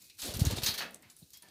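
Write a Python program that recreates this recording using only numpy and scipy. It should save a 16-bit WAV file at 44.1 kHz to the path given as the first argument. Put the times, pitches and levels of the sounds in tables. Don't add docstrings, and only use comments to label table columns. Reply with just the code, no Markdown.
import sys
import numpy as np
from scipy import signal
from scipy.fft import rfft, irfft
from scipy.io import wavfile
from scipy.ndimage import uniform_filter1d

SR = 44100
rng = np.random.default_rng(int(sys.argv[2]) if len(sys.argv) > 2 else 0)


def int16_out(signal):
    q = np.round(np.clip(np.atleast_2d(signal).T, -1, 1) * 32767)
    wavfile.write(sys.argv[1], SR, q.astype(np.int16))


N = 66150
STROKE_N = SR // 2


def amp(db):
    return 10 ** (np.asarray(db) / 20)


def rms_one(x):
    return x / np.sqrt(np.mean(x ** 2) + 1e-20)


def noise(size=N):
    return rng.standard_normal(size)


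def in_time(rows):
    times_s, *columns = np.transpose(rows)
    return [np.interp(np.arange(N) / SR, times_s, column) for column in columns]


def filtered(x, order, hz, kind):
    return signal.sosfilt(signal.butter(order, hz, kind, fs=SR, output="sos"), x)


def band(x, hz):
    return rms_one(filtered(x, 2, hz, "band"))


def colour(x, spectrum, tilt_db=0, ring_hz=4000, ring_db=0, ring_octaves=0.12):
    hz = np.maximum(np.fft.rfftfreq(len(x), 1 / SR), 10)
    at_hz, db = np.transpose(spectrum)
    shape_db = np.interp(np.log(hz), np.log(at_hz), db)
    shape_db -= 12 * np.maximum(np.log2(at_hz[0] / hz), 0)
    shape_db += tilt_db * np.log2(hz / 4000)
    ring_offset = np.log2(hz / ring_hz) / max(ring_octaves, 0.05)
    shape_db += ring_db * np.exp(-0.5 * ring_offset ** 2)
    return rms_one(irfft(rfft(x) * amp(shape_db), len(x)))


GRIT_SPREAD_DB = 1


def grains(size, per_s):
    sizes = amp(GRIT_SPREAD_DB * np.minimum(rng.exponential(1, size), 5))
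    signs = rng.choice([-1, 1], size)
    return sizes * signs * (rng.random(size) < per_s / SR)


def add(out, s, x):
    i = int(s * SR)
    out[i:i + len(x)] += x[:len(out) - i]


def stroke(rise_s, hold_s, t60_s):
    t = np.arange(STROKE_N) / SR
    release_s = np.maximum(t - rise_s - hold_s, 0)
    return np.minimum(t / rise_s, 1) ** 2 * amp(-60 * release_s / t60_s)


PATCHY_DB, PATCHES_HZ = 1.6, (10, 50)


def patchy(x):
    hz = np.fft.rfftfreq(N, 1 / SR)
    half_octave = np.clip(2 * np.log2(np.maximum(hz, 10) / 500), 0, 11)
    whole, out = rfft(x), 0
    for k in range(12):
        share = np.clip(1 - np.abs(half_octave - k), 0, 1)
        swell_db = PATCHY_DB * band(noise(), PATCHES_HZ) - PATCHY_DB ** 2 * np.log(10) / 20
        out = out + irfft(whole * share, N) * amp(swell_db)
    return out


GRIT_PER_S = 9800
SWISH_T60_S = 0.17
# t/s, rise/s, hold/s, level/dB, tilt/(dB/octave)
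SWISHES = [(0.173, 0.022, 0.013, -42.5, 1), (0.214, 0.0071, 0.053, -39, 0),
           (0.285, 0.0032, 0.029, -44, -1.5), (0.337, 0.001, 0.018, -39.5, 0),
           (0.391, 0.0016, 0.024, -40, -0.5), (0.431, 0.0077, 0.012, -39.5, -9.5),
           (0.447, 0.0061, 0.024, -40, -2), (0.498, 0.0022, 0.03, -40, -4),
           (0.551, 0.016, 0.013, -40, -1.5), (0.617, 0.0032, 0.0078, -41.5, -2.5)]
# f/Hz, density/dB
FEATHERS = [(410, -9), (700, -22), (757, -16), (830, -11), (2330, -8), (4050, 0), (5840, -4.5),
            (12600, -7.5), (15000, -12.5), (16000, -6.5)]


def swishes():
    beats = np.zeros(N)
    for s, rise_s, hold_s, db, tilt_db in SWISHES:
        feathers = colour(grains(STROKE_N, GRIT_PER_S), FEATHERS, tilt_db)
        add(beats, s, amp(db) * stroke(rise_s, hold_s, SWISH_T60_S) * feathers)
    return patchy(beats)


PERCH_WIDTH_HZ = 57
# f/Hz, lift over the scrape/dB
PERCH = [(1780, 5.8), (2660, 5), (3250, 5.5), (4250, 2.9), (4650, 3.4), (6380, 6.8)]


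def perch(x):
    hz = np.fft.rfftfreq(len(x), 1 / SR)
    lift = sum((amp(db) - 1) / (1 + 2j * (hz - ring_hz) / PERCH_WIDTH_HZ) for ring_hz, db in PERCH)
    return rms_one(irfft(rfft(x) * (1 + lift), len(x)))


# t/s, rise/s, hold/s, level/dB, tilt/(dB/octave),
# ring f/Hz, ring lift/dB, ring width/octaves (at least 0.05 is used), t60/s
SCRAPES = [(0.6318, 0.0022, 0.0061, -30.5, 2, 4400, 5.5, 0.19, 0.22),
           (0.6622, 0.0008, 0.023, -30, -0.5, 4260, 8.5, 0.18, 0.19),
           (0.736, 0.0049, 0.01, -38, -0.5, 3480, 3, 0.096, 0.086),
           (0.774, 0.0053, 0.01, -35, -1, 3760, 8, 0.049, 0.089),
           (0.786, 0.003, 0.0063, -38, -2.5, 4500, 14, 0.033, 0.075),
           (0.804, 0.003, 0.015, -36, -5.5, 1870, 4.5, 0.29, 0.16),
           (1.017, 0.014, 0.02, -61.5, -5, 2100, 10, 0.18, 0.15),
           (1.333, .004, 0.019, -60, -3.5, 5200, 17, 0.16, 0.16),
           (1.425, 0.001, 0.057, -65, -2, 780, 12.5, 0.12, 0.66)]
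# f/Hz, density/dB
CLAWS = [(290, -75), (500, -19), (960, -11), (1740, -8.5), (3020, -5.5), (4340, -2.5), (6610, -9),
         (7420, -12.5), (15100, -8), (16000, -15)]


def scrapes():
    out = np.zeros(N)
    for s, rise_s, hold_s, db, tilt_db, ring_hz, ring_db, ring_octaves, t60_s in SCRAPES:
        grit = colour(grains(STROKE_N, GRIT_PER_S), CLAWS, tilt_db, ring_hz, ring_db, ring_octaves)
        add(out, s, amp(db) * stroke(rise_s, hold_s, t60_s) * perch(grit))
    return out


SWING_RISE_CYCLES, SWING_SLOWING = 0.32, 0.59
# peak t/s, level/dB, f at peak/Hz, 1/e fall/cycles
PUFFS_AND_BUMPS = [(0.235, -48, 55.7, 1), (0.292, -35.5, 91, 0.97), (.347, -33, 105, 0.56),
                   (0.366, -29.5, 93, 0.96), (0.4201, -12.5, 114, 0.5), (0.4723, -17.5, 104, 1.05),
                   (0.5268, -25.5, 108, 0.43), (0.5368, -25.5, 161, 0.2), (0.581, -41, 101, 0.35),
                   (0.635, -31, 110, 0.43), (0.691, -34, 150, 0.49), (0.734, -46, 61, 0.38),
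                   (1.0553, -55.5, 199, 1.8), (1.0654, -59, 201, 2.2), (1.2234, -51, 190, 0.5),
                   (1.2291, -45.5, 172, 0.84), (1.241, -54, 150, 0.79)]


def puffs_and_bumps():
    out, t = np.zeros(N), np.arange(N) / SR
    for s, db, hz, fall_cycles in PUFFS_AND_BUMPS:
        cycles = (t - s) * hz
        after = np.maximum(cycles, 0)
        rise = np.exp(-0.5 * (cycles / SWING_RISE_CYCLES) ** 2)
        shape = np.where(cycles < 0, rise, np.exp(-after / fall_cycles))
        slowed = np.where(cycles < 0, cycles, np.log1p(SWING_SLOWING * after) / SWING_SLOWING)
        out += amp(db) * shape * np.cos(2 * np.pi * slowed)
    return out


RUMBLE_HZ, THRUM_HZ, FLUTTER_HZ = (41.5, 136.5), (137, 299), (283, 788)
LUMPY_DB, LUMPS_HZ = 1, (12, 50)
# t/s, rumble level/dB, thrum level/dB, flutter level/dB
WASH = [(0.0, -76.5, -72, -80.5), (0.174, -75.5, -86.5, -95), (0.26, -78, -49.5, -46),
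        (0.308, -65, -52.5, -47.5), (0.376, -53, -54, -54.5), (0.396, -45, -40, -48),
        (0.43, -62, -49.5, -52), (0.45, -30, -56, -42.5), (0.49, -57, -38.5, -67), (0.506, -36, -61, -39),
        (0.552, -51.5, -46, -58), (0.587, -37, -51, -40), (0.599, -45, -56, -56.5),
        (0.63, -59.5, -60, -52.5), (0.688, -50, -48.5, -52.5), (0.756, -66, -66.5, -57.5),
        (0.818, -66, -54.5, -53), (0.972, -76.5, -64.5, -66.5), (1.04, -76, -69.5, -73.5),
        (1.202, -76, -79, -91), (1.22, -77, -76.5, -70), (1.298, -79, -81, -93), (1.408, -76, -81, -103),
        (1.441, -84, -70, -68), (1.5, -68, -73, -73.5)]


def wash():
    lumps = amp(LUMPY_DB * band(noise(), LUMPS_HZ))
    out = np.zeros(N)
    for db, hz in zip(in_time(WASH), (RUMBLE_HZ, THRUM_HZ, FLUTTER_HZ)):
        out += amp(db) * band(band(noise(), hz), hz)
    return lumps * out


CRACK_RING_DB, CREST_DB = 9.5, 13
TICK_DB, TICK_T60_S = -4, 0.003
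# t/s, nominal peak level/dB, ring f/Hz, t60/s, tilt/(dB/octave)
CRACKS = [ (0.0207, -37, 7200, 0.065, 9.5), (.0987, -39, 2620, 0.1, -6.5), (.218, -22.5, 6700, 0.031, 2),
          (0.3711, -20.5, 12600, 0.0091, -1.5), (.396, -20.5, 9340, 0.035, 6), (.405, -20, 4360, 0.05, 1.5),
          (0.451, -18, 6400, 0.053, 2), (.466, -19, 3870, 0.034, -1), (.509, -19.5, 4050, 0.042, 0.5),
          (0.5838, -21.5, 3620, 0.031, -12), (0.633, -20, 4570, 0.024, 3), (0.6625, -13, 6320, 0.1, -4.5),
          (0.9086, -33, 10200, 0.028, 17), (0.9449, -28, 8200, 0.007, 1), (0.9451, -38.5, 10600, 0.046, 0),
          (0.9574, -42.5, 9000, 0.028, -3), (1.0235, -41.5, 8140, 0.041, 4.5),
          (1.0994, -35.5, 7150, 0.036, -1.5), (1.1657, -39.5, 9500, 0.04, 3.5),
          (1.1868, -41, 9000, 0.23, 9.5), (1.3043, -40, 13000, 0.032, 1.5), (1.3337, -34.5, 6740, 0.063, 2),
          (1.3415, -41, 7100, 0.061, 3), (1.3712, -36.5, 13200, 0.049, 1.5),
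          (1.4221, -34.5, 9600, 0.055, 3), (1.486, -42, 8560, 0.025, -6.5)]
# f/Hz, density/dB
HUSK = [(410, -90), (700, -23), (1460, -25), (1730, -10.5), (2300, 0), (3240, -2.5), (3690, 10),
        (12800, 5.5), (16000, 5)]


def cracks():
    out = np.zeros(N)
    tick = amp(TICK_DB) * stroke(0.00015, 0, TICK_T60_S)
    for s, db, ring_hz, t60_s, tilt_db in CRACKS:
        envelope = stroke(0.00035, 0, t60_s) + tick
        burst = colour(noise(STROKE_N), HUSK, tilt_db, ring_hz, CRACK_RING_DB)
        add(out, s, amp(db - CREST_DB) * envelope * burst)
    return out


CRACKLE_PER_S, RUSTLE_HZ = 7700, (615, 3170)
# t/s, crackle level/dB, rustle level/dB
NIBBLE = [
    [(0.0, -64, -79), (0.022, -55, -76), (0.038, -64, -73), (0.042, -55.5, -78), (0.092, -63, -84),
     (0.1, -62, -94), (0.112, -75, -90), (0.15, -62, -88), (0.168, -72, -87), (0.17, -60.5, -81)],
    [(0.96, -65.5, -69), (0.972, -113, -78), (1.114, -61.5, -66.5), (1.154, -72, -105), (1.168, -62.5, -79),
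     (1.286, -68, -88), (1.372, -59.5, -74.5), (1.396, -69, -99), (1.432, -73, -63.5), (1.5, -77, -90)],
]


def nibble():
    crackle_db, rustle_db = in_time(NIBBLE[0] + NIBBLE[1])
    crackle = colour(grains(N, CRACKLE_PER_S), HUSK)
    rustle = band(noise(), RUSTLE_HZ)
    return amp(crackle_db) * crackle + amp(rustle_db) * rustle


SQUEAK_STEADY = 1.5
# t/s, length/s, f/Hz, width/Hz, level/dB
SQUEAKS = [(0.0, 0.2, 2500, 500, -74), (1.105, 0.03, 9800, 500, -62), (1.224, 0.017, 4030, 400, -65),
           (1.34, 0.04, 3270, 70, -63), (1.372, 0.038, 3310, 60, -69), (1.356, 0.045, 4180, 160, -69),
           (1.348, 0.025, 2140, 120, -73), (1.421, 0.068, 1750, 70, -66), (1.424, 0.06, 950, 80, -71)]


def squeaks():
    out = np.zeros(N)
    for s, length_s, hz, width_hz, db in SQUEAKS:
        t = np.arange(int(length_s * SR)) / SR
        smooth_n = int(SR / width_hz)
        a, b = [rms_one(uniform_filter1d(v, smooth_n))[:len(t)] for v in noise((2, SR // 4))]
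        phase = 2 * np.pi * hz * t
        tone = (SQUEAK_STEADY + a) * np.sin(phase) + b * np.cos(phase)
        swell = np.sin(np.pi * (t / length_s) ** 0.5) ** 0.5
        add(out, s, amp(db) * swell * rms_one(tone))
    return out


ROOM_T60_S, WALL_CUT_HZ, ROOM_DB = 0.38, 6000, -16.5


def room(x):
    out, dull = np.zeros(N), np.exp(-2 * np.pi * WALL_CUT_HZ / SR)
    lags = (rng.uniform(0.011, 0.033, 10) * SR).astype(int)
    for k, lag in enumerate(lags):
        loop, state = x.copy(), [0.0]
        gain = amp(-60 * lag / SR / ROOM_T60_S)
        for i in range(lag, N, lag):
            back, state = signal.lfilter([gain * (1 - dull)], [1, -dull], loop[i - lag:i], zi=state)
            loop[i:i + lag] += back[:N - i]
        out += (loop - x) * (-1) ** k
    return out


AIR_DB = -70
# f/Hz, density/dB
AIR = [(180, -52), (300, 4.5), (1120, -27.5), (1640, -12.5), (2030, -26), (2520, -9.5), (4230, -8),
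       (12300, -10), (16000, -9)]


def air():
    return amp(AIR_DB) * colour(noise(), AIR)


def scene():
    birds = swishes() + scrapes() + cracks() + nibble() + squeaks()
    mid = birds + amp(ROOM_DB) * room(birds) + puffs_and_bumps() + wash() + air()
    return np.array([mid, mid])


MIC_LOW_HZ, MIC_TOP_HZ = 50, 16250
SIDE_DB, SIDE_HZ = -85, 1520


def record(dry):
    dry = filtered(dry, 2, MIC_LOW_HZ, "high")
    hiss = rms_one(filtered(noise(), 1, SIDE_HZ, "high"))
    wide = dry + amp(SIDE_DB) * hiss * [[1], [-1]]
    return signal.sosfilt(signal.cheby2(14, 70, MIC_TOP_HZ, fs=SR, output="sos"), wide)


dry = scene()
out = record(dry)
int16_out(out)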